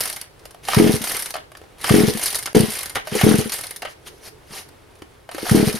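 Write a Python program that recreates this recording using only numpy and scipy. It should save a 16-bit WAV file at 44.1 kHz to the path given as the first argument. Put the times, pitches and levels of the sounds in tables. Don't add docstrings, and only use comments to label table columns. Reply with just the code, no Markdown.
import sys
import numpy as np
from scipy import signal
from scipy.fft import rfft, irfft, next_fast_len
from scipy.io import wavfile
from scipy.ndimage import uniform_filter1d

SR = 44100
rng = np.random.default_rng(int(sys.argv[2]) if len(sys.argv) > 2 else 0)


def wav_record(signal):
    frames = np.transpose(np.atleast_2d(signal))
    bounded = np.clip(frames, -1, 1)
    quanta = np.round(bounded * 32767).astype(np.int16)
    wavfile.write(sys.argv[1], SR, quanta)


def convert_level_to_amplitude(level_db):
    exponent = np.asarray(level_db, float) / 20
    return 10 ** exponent


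N = 255559

# first stroke in seconds, spin-up gap in ms, fast gap in ms,
# number of fast strokes.
CRANK_SPINS = [
    (.772, 28.5, 21.7, 3),
    (1.91, 32, 21.4, 3),
    (3.2388, 28.2, 23.2, 2),
    (5.5175, 31.6, 25, 2),
]
COAST_GAPS_MS = [30, 45.5, 21, 49]
# pitch in Hz, width in Hz, level in dB.
PANELS = [(760, 26, -2), (1157, 1100, -40), (1292, 46, -2.5), (1572, 380, -4), (1830, 310, 7.5),
          (2144, 110, 6), (3030, 270, -8), (4860, 400, -68)]
# time in seconds, rms in dB,
# main pitch in Hz, tick relative to it in dB.
HANDLE_CLACKS = [(.6874, -14, 778, -8), (.7357, -19, 1220, -4), (.748, -17, 980, 2),
                 (.7881, -14.5, 754, -4), (1.1493, -29, 2100, 4), (2.214, -44, 2100, 0),
                 (3.4985, -40.5, 2100, 17.5), (1.3434, -21.5, 665, -3.5), (1.3563, -20, 685, -21),
                 (1.367, -36, 1120, 4.5), (1.8447, -18, 1155, -3.5), (1.8956, -13.5, 1193, -9),
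                 (2.461, -26, 2720, 8), (2.4748, -23, 1344, -23), (2.9584, -25, 2172, 4.5),
                 (2.968, -20, 780, -10), (3.0747, -21.5, 633, -6.5), (3.131, -47, 903, 1),
                 (3.2144, -16, 760, 0.5), (3.823, -26.5, 2790, -2), (3.8308, -26.5, 730, -17),
                 (3.8527, -24, 580, -13), (5.2927, -28.5, 664, -16), (5.3167, -28, 735, -4.5),
                 (5.349, -22.5, 323, -7.5), (3.856, -26.5, 1277, -15), (5.3841, -22, 553, -13),
                 (5.431, -42, 710, 12), (5.4675, -22, 700, -9), (5.7306, -32, 606, 7)]
# time in seconds, rms in dB, main pitch in Hz, tick relative in dB.
GLOVE_TAPS = [(.397, -55, 900, 11.5), (.4576, -31.5, 572, -2), (.511, -42, 900, 4.5),
              (.548, -33.5, 710, -10), (1.5203, -32.5, 640, -10), (1.553, -32, 1680, -18),
              (1.5736, -46, 1600, 10.5), (1.617, -32.5, 416, -18), (1.641, -40, 784, -12),
              (2.51, -48, 900, 4), (4.51, -28, 150, -22), (4.525, -33, 200, -25), (4.6908, -49, 1500, 6),
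              (4.957, -49, 2500, 1), (4.991, -63, 2500, 12), (5.022, -36, 1060, -20),
              (5.023, -45, 600, -22), (5.023, -24.5, 330, -16)]


def engine():
    # can resonance in Hz, level in dB, t60 in seconds.
    cans = [(230, 0, .06), (305, -5, .035), (378, -3, .05), (422, -2, .06), (480, -4.5, .04),
            (545, -7, .03), (620, -14, .035), (755, -15, .05), (910, -19, .04)]
    out = np.zeros(N)
    t = np.arange(-400, 6000) / SR
    puffs = crank()
    phases = rng.normal(0, .4, (len(puffs), len(cans)))
    late = np.maximum(t + 0.0007, 0) / 0.0011
    heave = late * (1 - late / 2) * np.exp(1 - late)
    for (s, db, hz, ring_db), row in zip(puffs, phases):
        width = np.where(t < 0, .4, .7) / hz
        swing = np.cos(2 * np.pi * hz * t * (1 - 0.24 * np.tanh(hz * t)))
        puff = swing * np.exp(-.5 * (t / width) ** 2)
        weakness_db = max(-20 - db, 0)
        ring = 0
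        for (f, can_db, t60), phase in zip(cans, row):
            below_puff = 10.4 * np.maximum(np.log2(hz / f), 0)
            dulling = 4 * weakness_db * np.log2(f / 230)
            decay = 60 * abs(t) / t60
            ring = ring + convert_level_to_amplitude(can_db - below_puff - dulling - decay) * np.cos(2 * np.pi * f * t + phase)
        ringing = convert_level_to_amplitude(ring_db - 6.0) * np.clip(t / 0.0043, 0, 1) * ring
        add(out, s + t[0], convert_level_to_amplitude(db) * (puff + convert_level_to_amplitude(-8.0) * heave + ringing))
    return out


def crank():
    # time in seconds, peak in dB, pitch in Hz, muffler ring in dB.
    nudges = [
        (2.5497, -10, 324, 15),
        (2.566, -1, 233, 4),
        (2.603, -6, 180, 4.3),
        (2.635, -12, 195, 5),
        (2.6855, -23.5, 205, 9),
        (3.1235, -20, 174, 6.5),
        (3.1521, -20.5, 420, 21),
        (5.431, -19.5, 350, -0.5),
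    ]
    # strength of the spin in dB, loss while coasting in dB per stroke.
    spin_levels = [(.1, 0.5), (.1, -0.65), (.1, -0.9), (.1, -0.8)]
    # peak in dB, pitch in Hz, muffler ring in dB.
    coasting = [(-6, 243, 4), (-11, 164, 5), (-20.5, 260, 6.5)]
    first, second, fast = (-3.5, 160, 2.6), (-2.5, 283, 4.4), (-6, 265, 4)
    last = (-24, 200, 12)
    rows = list(nudges)
    for (s, first_ms, fast_ms, count), (db, loss_db) in zip(CRANK_SPINS, spin_levels):
        times = s + np.cumsum([0, first_ms] + [fast_ms] * count + COAST_GAPS_MS) / 1000
        coast = [(d - k * loss_db, hz, ring) for k, (d, hz, ring) in enumerate(coasting + [last])]
        kinds = [first, second] + [fast] * count + coast
        rows += [(at, db + d, hz, ring) for at, (d, hz, ring) in zip(times, kinds)]
    return rows


def casing():
    # frequency in Hz, spectrum level in dB per Hz.
    bright_colour = [(1470, -11), (2500, -10.5), (3450, -6.5), (4070, -2.5), (4400, -1.5), (6070, -3.5),
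                     (7740, -12), (9490, 1), (13400, -8.5), (15400, -23), (16300, -43)]
    # frequency in Hz, spectrum level in dB per Hz.
    body_colour = [(200, -7.5), (420, 1.5), (800, 0), (1300, -1), (2200, -2), (3200, 0), (5000, -18),
                   (8000, -30)]
    bright, body = rng.standard_normal((2, N))
    rings = 0
    for hz, width, db in PANELS:
        rings = rings + convert_level_to_amplitude(db) * evened(signal.lfilter(*signal.iirpeak(hz, hz / width, SR), body))
    bright = evened(coloured(bright, bright_colour))
    fizz = coloured(bright, [(7200, 0), (7800, -60)])
    sizzle = bright - fizz
    return fizz, sizzle, evened(coloured(body + convert_level_to_amplitude(-27.0) * rings, body_colour))


def strokes():
    # peak in seconds, rms in dB, rise in seconds, fall in seconds.
    swishes = [
        (3.91, -44.5, .02, 0.017),
        (4.08, -36, 0.013, 0.0085),
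        (4.279, -37.5, 0.032, 0.0095),
        (4.57, -33, 0.036, 0.032),
        (4.28, -55.5, .2, 0.034),
        (4.575, -50, 0.084, 0.06),
    ]
    # start in seconds, level in dB.
    settles = [
        (0.224, -42),
        (1.36, -35),
        (2.471, -39.5),
        (2.955, -23),
        (3.849, -32),
    ]
    t = np.arange(N) / SR
    grip, scrape = (evened(uniform_filter1d(rng.standard_normal(N), size=n)) for n in (260, 110))
    drawn, winding = rubbing(t)
    parts = [drawn, winding, convert_level_to_amplitude(-69) ** 2]
    total = sum(parts)
    # casing body relative in dB, sizzle tilt in dB
    colours = [(-0.75, -0.62), (-2, 2.7), (1.3, -8)]
    tilt_db = sum(p * tilt for p, (_, tilt) in zip(parts, colours)) / total
    slack = (winding + 1e-9) / (total + 1e-9)
    settle = sum(convert_level_to_amplitude(db - 298 * abs(t - s)) ** 2 * (t > s) for s, db in settles)
    bright = total * convert_level_to_amplitude(1.3 * grip) ** 2
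    body = sum(p * convert_level_to_amplitude(db) ** 2 for p, (db, _) in zip(parts, colours))
    body = (body + settle) * convert_level_to_amplitude(2.8 * grip) ** 2
    bursts = np.zeros(N)
    for at, db, ms in ticks():
        rise = np.clip(ms, 1, 20) * .00024
        u = t[:SR // 10] / rise
        add(bursts, at - rise, convert_level_to_amplitude(db - 1.78) ** 2 * (u * np.exp(1 - u)) ** 0.6)
    glove = 0
    for at, db, rise, fall in swishes:
        glove = glove + convert_level_to_amplitude(db) ** 2 * np.exp(-((t - at) / np.where(t < at, rise, fall)) ** 2)
    fizz = np.sqrt(bright + bursts + glove)
    sizzle = fizz * convert_level_to_amplitude(tilt_db + 2.0 * scrape * np.sqrt(1 - glove / fizz ** 2))
    body = np.sqrt(body + convert_level_to_amplitude(-8.0 - 1.3 * slack) ** 2 * bursts + convert_level_to_amplitude(-4.5) ** 2 * glove)
    return fizz, sizzle, body


def rubbing(t):
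    # cord starts in seconds, cord at full speed in seconds, cord let go in seconds, rubbing in dB.
    pulls = [
        (0.632, 0.704, 0.87, -28),
        (1.784, 1.868, 1.994, -26),
        (2.527, 2.531, 2.55, -25.5),
        (3.053, 3.17, 3.3, -25.5),
        (5.323, 5.478, 5.63, -29),
    ]
    rest_db, let_go_db_per_s, winding_db_per_oct = -48.5, 74, 11.5
    drawn = 0
    for start, full, let_go, db in pulls:
        times = [start - .02, start, full, let_go, let_go + 1]
        level = np.interp(t, times, [-99, rest_db, db, db, db - let_go_db_per_s])
        drawn = drawn + convert_level_to_amplitude(level) ** 2 * (t < let_go + .4)
    winding = 0
    for s, lost, _, db in ratchet():
        times = [s[0] - .2, *s, s[-1] + 0.02]
        level = np.interp(t, times, [-75, *(db - winding_db_per_oct * lost), -75])
        winding = winding + convert_level_to_amplitude(level) ** 2
    return drawn, winding


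def ratchet():
    # last tooth in seconds, last gap in ms, fast gap in ms, number of teeth.
    rewinds = [
        (.2145, 51, 17, 8),
        (1.3067, 47, 22, 9),
        (2.4273, 40, 21, 11),
        (2.9516, 54.6, 16, 11),
        (3.7626, 53.6, 21.5, 8),
    ]
    # tooth level in dB, rubbing level in dB.
    rewind_levels = [(-23, -31.5), (-22, -30.5), (-23.5, -35), (-24, -34), (-25.5, -38)]
    for (last, last_ms, fast_ms, count), (tooth_db, rub_db) in zip(rewinds, rewind_levels):
        gap = fast_ms + (last_ms - fast_ms) * .56 ** np.arange(count)
        s = last - (np.cumsum(gap) - gap) / 1000
        yield s[::-1], np.log2(gap / fast_ms)[::-1], tooth_db, rub_db


def ticks():
    # peak in seconds, rms in dB, length in ms.
    snaps = [(.0073, -16, 7.4), (.652, -29, 5.4), (.7646, -25, 19), (.9105, -27, 6), (.9204, -20, 6.6),
             (1.0183, -24, 9.9), (1.0418, -17.5, 8.6), (1.8138, -31, 8.5), (1.9518, -17.5, 7.1),
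             (2.0261, -23.5, 5), (2.137, -23, 2.8), (2.232, -21.5, 20), (2.262, -18.5, 18),
             (2.3466, -16, 3.2), (2.356, -19.5, 10), (2.5513, -19.5, 16), (2.5726, -25, 13),
             (2.593, -22.5, 6.7), (2.607, -16.5, 3.9), (2.6576, -26, 9.9), (3.1546, -21, 7.2),
             (3.239, -27, 6), (3.2933, -18, 4.5), (3.3367, -35, 2), (3.3555, -17, 3.5), (3.5244, -20.5, 24),
             (5.4966, -20, 5.4), (5.5115, -19.5, 11), (5.5574, -19.5, 23), (5.7549, -26.5, 20)]
    rows = list(snaps)
    for s, lost, db, _ in ratchet():
        for at, octaves in zip(s, lost):
            a, b = rng.standard_normal(2)
            rows += [(at, db - 2 * octaves + .9 * a, 6.5 * convert_level_to_amplitude(1.5 * b))]
    for s, first_ms, fast_ms, count in CRANK_SPINS:
        rows += [(s + 0.0075, -28, 8)]
        overrun = s + (first_ms + count * fast_ms + sum(COAST_GAPS_MS[:2])) / 1000 - 0.0114
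        rows += [(overrun + 0.007 * k, -21.5 + rng.standard_normal(), 3.75) for k in range(6)]
    for knock_rows, ms in ((HANDLE_CLACKS, 6), (GLOVE_TAPS, 5.3)):
        rows += [(s - .002, db + tick_db, ms) for s, db, _, tick_db in knock_rows]
    return rows


def mottled(x, depth_db):
    z = signal.stft(x, nperseg=256, noverlap=192)[2]
    patches = uniform_filter1d(rng.standard_normal(z.shape), size=6, axis=0)
    patches = evened(uniform_filter1d(patches, size=7, axis=1))
    return signal.istft(z * convert_level_to_amplitude(depth_db * patches), nperseg=256, noverlap=192)[1][:N]


def knocks():
    # frequency in Hz, spectrum level in dB per Hz.
    crack_colour = [(200, -14), (500, 3.5), (1200, 1), (3000, -1.5), (6000, -15), (8000, -15), (16000, -39)]
    out = np.zeros(N)
    t = np.arange(5000) / SR
    hits = blows()
    phases = rng.uniform(0, 2 * np.pi, (len(hits), len(PANELS)))
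    cracks = evened(coloured(rng.standard_normal((len(hits), len(t))), crack_colour))
    for (s, db, hz, t60), row, crack in zip(hits, phases, cracks):
        others = 0
        for (f, *_), phase in zip(PANELS, row):
            others = others + convert_level_to_amplitude(-7 - 4 * abs(np.log2(f / hz))) * np.sin(2 * np.pi * f * t + phase)
        shape = convert_level_to_amplitude(db + 3.0 - 60 * t / np.clip(t60, .01, .2)) * np.clip(t / 0.0017, 0, 1)
        hard = convert_level_to_amplitude(-1.0) * np.clip(hz / 1100, 0, 1)
        add(out, s - .0025, shape * (np.sin(2 * np.pi * hz * t) + others + hard * crack))
    return out


def blows():
    clack_t60_s, tap_t60_s, panel_t60_s = 0.039, 0.023, 0.09
    rows = [(*row[:3], clack_t60_s) for row in HANDLE_CLACKS]
    rows += [(*row[:3], tap_t60_s) for row in GLOVE_TAPS]
    for s, _, db, _ in ratchet():
        rows += [(at + .004, db - 14, 2100, panel_t60_s) for at in s[-2::-2]]
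    return rows


def yard():
    # frequency in Hz, spectrum level in dB per Hz.
    yard_colour = [(12, -40), (20, -6), (71, 0), (147, -3.5), (194, -13.5), (350, -7.5), (745, -12.5),
                   (1310, -17), (3490, -23.5), (6830, -31.5), (9840, -29.5), (15000, -38), (16300, -42)]
    t = np.arange(N) / SR
    air = rng.standard_normal((2, N))
    hum_swell = convert_level_to_amplitude(10 * np.exp(-((t - 4.2) / 0.2) ** 4))
    hum = signal.lfilter(*signal.iirpeak(425, 6, SR), air) * hum_swell
    mid, side = coloured(air + convert_level_to_amplitude(-4.0) * hum, yard_colour[:-1])
    swell = evened(uniform_filter1d(rng.standard_normal(N), size=5000))
    return convert_level_to_amplitude(-50 + 1.3 * swell) * np.array([mid, convert_level_to_amplitude(-3.1) * side]) / np.std(mid)


def echoes(x, taps, tail_db, t60):
    t = np.arange(SR // 4) / SR
    tail = rng.standard_normal(len(t)) * convert_level_to_amplitude(-60 * t / t60) * (t > .012)
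    path = convert_level_to_amplitude(tail_db) * tail / np.linalg.norm(tail)
    for delay, db in taps:
        path[round(delay * SR)] += convert_level_to_amplitude(db)
    return signal.oaconvolve(x, path)[:N]


def evened(x):
    return x / np.sqrt(np.mean(x ** 2) + 1e-20)


def coloured(x, points):
    f, level = np.transpose(points)
    size = next_fast_len(x.shape[-1])
    hz = np.fft.rfftfreq(size, 1 / SR)
    gain = convert_level_to_amplitude(np.interp(np.log(hz + 1), np.log(f + 1), level))
    return irfft(rfft(x, size) * gain, size)[..., :x.shape[-1]]


def add(mix, s, sound):
    part = mix[max(round(s * SR), 0):][:len(sound)]
    part += sound[:len(part)]


def scene():
    # frequency in Hz, level in dB.
    wall_colour = [(90, -0.5), (170, -12.5), (260, 0), (450, 0)]
    # delay in seconds, level in dB.
    front_taps = [(.0062, -9), (.0095, -7.5), (.0144, -12)]
    # delay in seconds, level in dB.
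    side_taps = [(.0047, -8.5), (.0101, -11), (.016, -19)]
    # frequency in Hz, gain of the side signal in dB.
    side_colour = [(60, -32), (130, -1.5), (290, 1.5), (640, 0.5), (1410, 2), (3100, -1.5), (6820, -0.5),
                   (15000, -15.5)]
    rasp = sum(noise * envelope for noise, envelope in zip(casing(), strokes()))
    rasp = mottled(rasp, 2.2) + knocks()
    puffs = engine()
    mid, side = yard()
    mid = mid + convert_level_to_amplitude(-2.0) * rasp + convert_level_to_amplitude(-13) * echoes(rasp, [(.0098, -7)], -1.8, 0.18)
    mid = mid + puffs + echoes(coloured(puffs, wall_colour), front_taps, -11, .17)
    lead = np.gradient(puffs) * SR / (2 * np.pi * 200)
    side = side + convert_level_to_amplitude(-12) * echoes(rasp, [(.0058, 1), (.0101, -15)], .1, 0.34) + convert_level_to_amplitude(-18.0) * lead
    side = side + echoes(puffs, side_taps, -14, .2)
    side = coloured(side, side_colour)
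    return np.array([mid + side, mid - side])


def low_pass(x):
    return signal.sosfilt(signal.butter(12, 16450, fs=SR, output="sos"), x)


def record(dry):
    # fade out start and end, fade in start and end, all in seconds.
    change = (2.524, 2.534, 2.5465, 2.5485)
    fade = np.interp(np.arange(N) / SR, change, [1, convert_level_to_amplitude(-38), convert_level_to_amplitude(-38), 1])
    hiss = convert_level_to_amplitude(-78) * coloured(rng.standard_normal(N), [(15900, -4), (16200, -60)]) * fade
    faded = dry * fade
    limited = faded / (1 + abs(faded) ** 8) ** (1 / 8)
    edged = signal.oaconvolve(limited, signal.firwin(255, 16150, fs=SR)[None], "same")
    return low_pass(edged + hiss)


dry = scene()
out = record(dry)
wav_record(out)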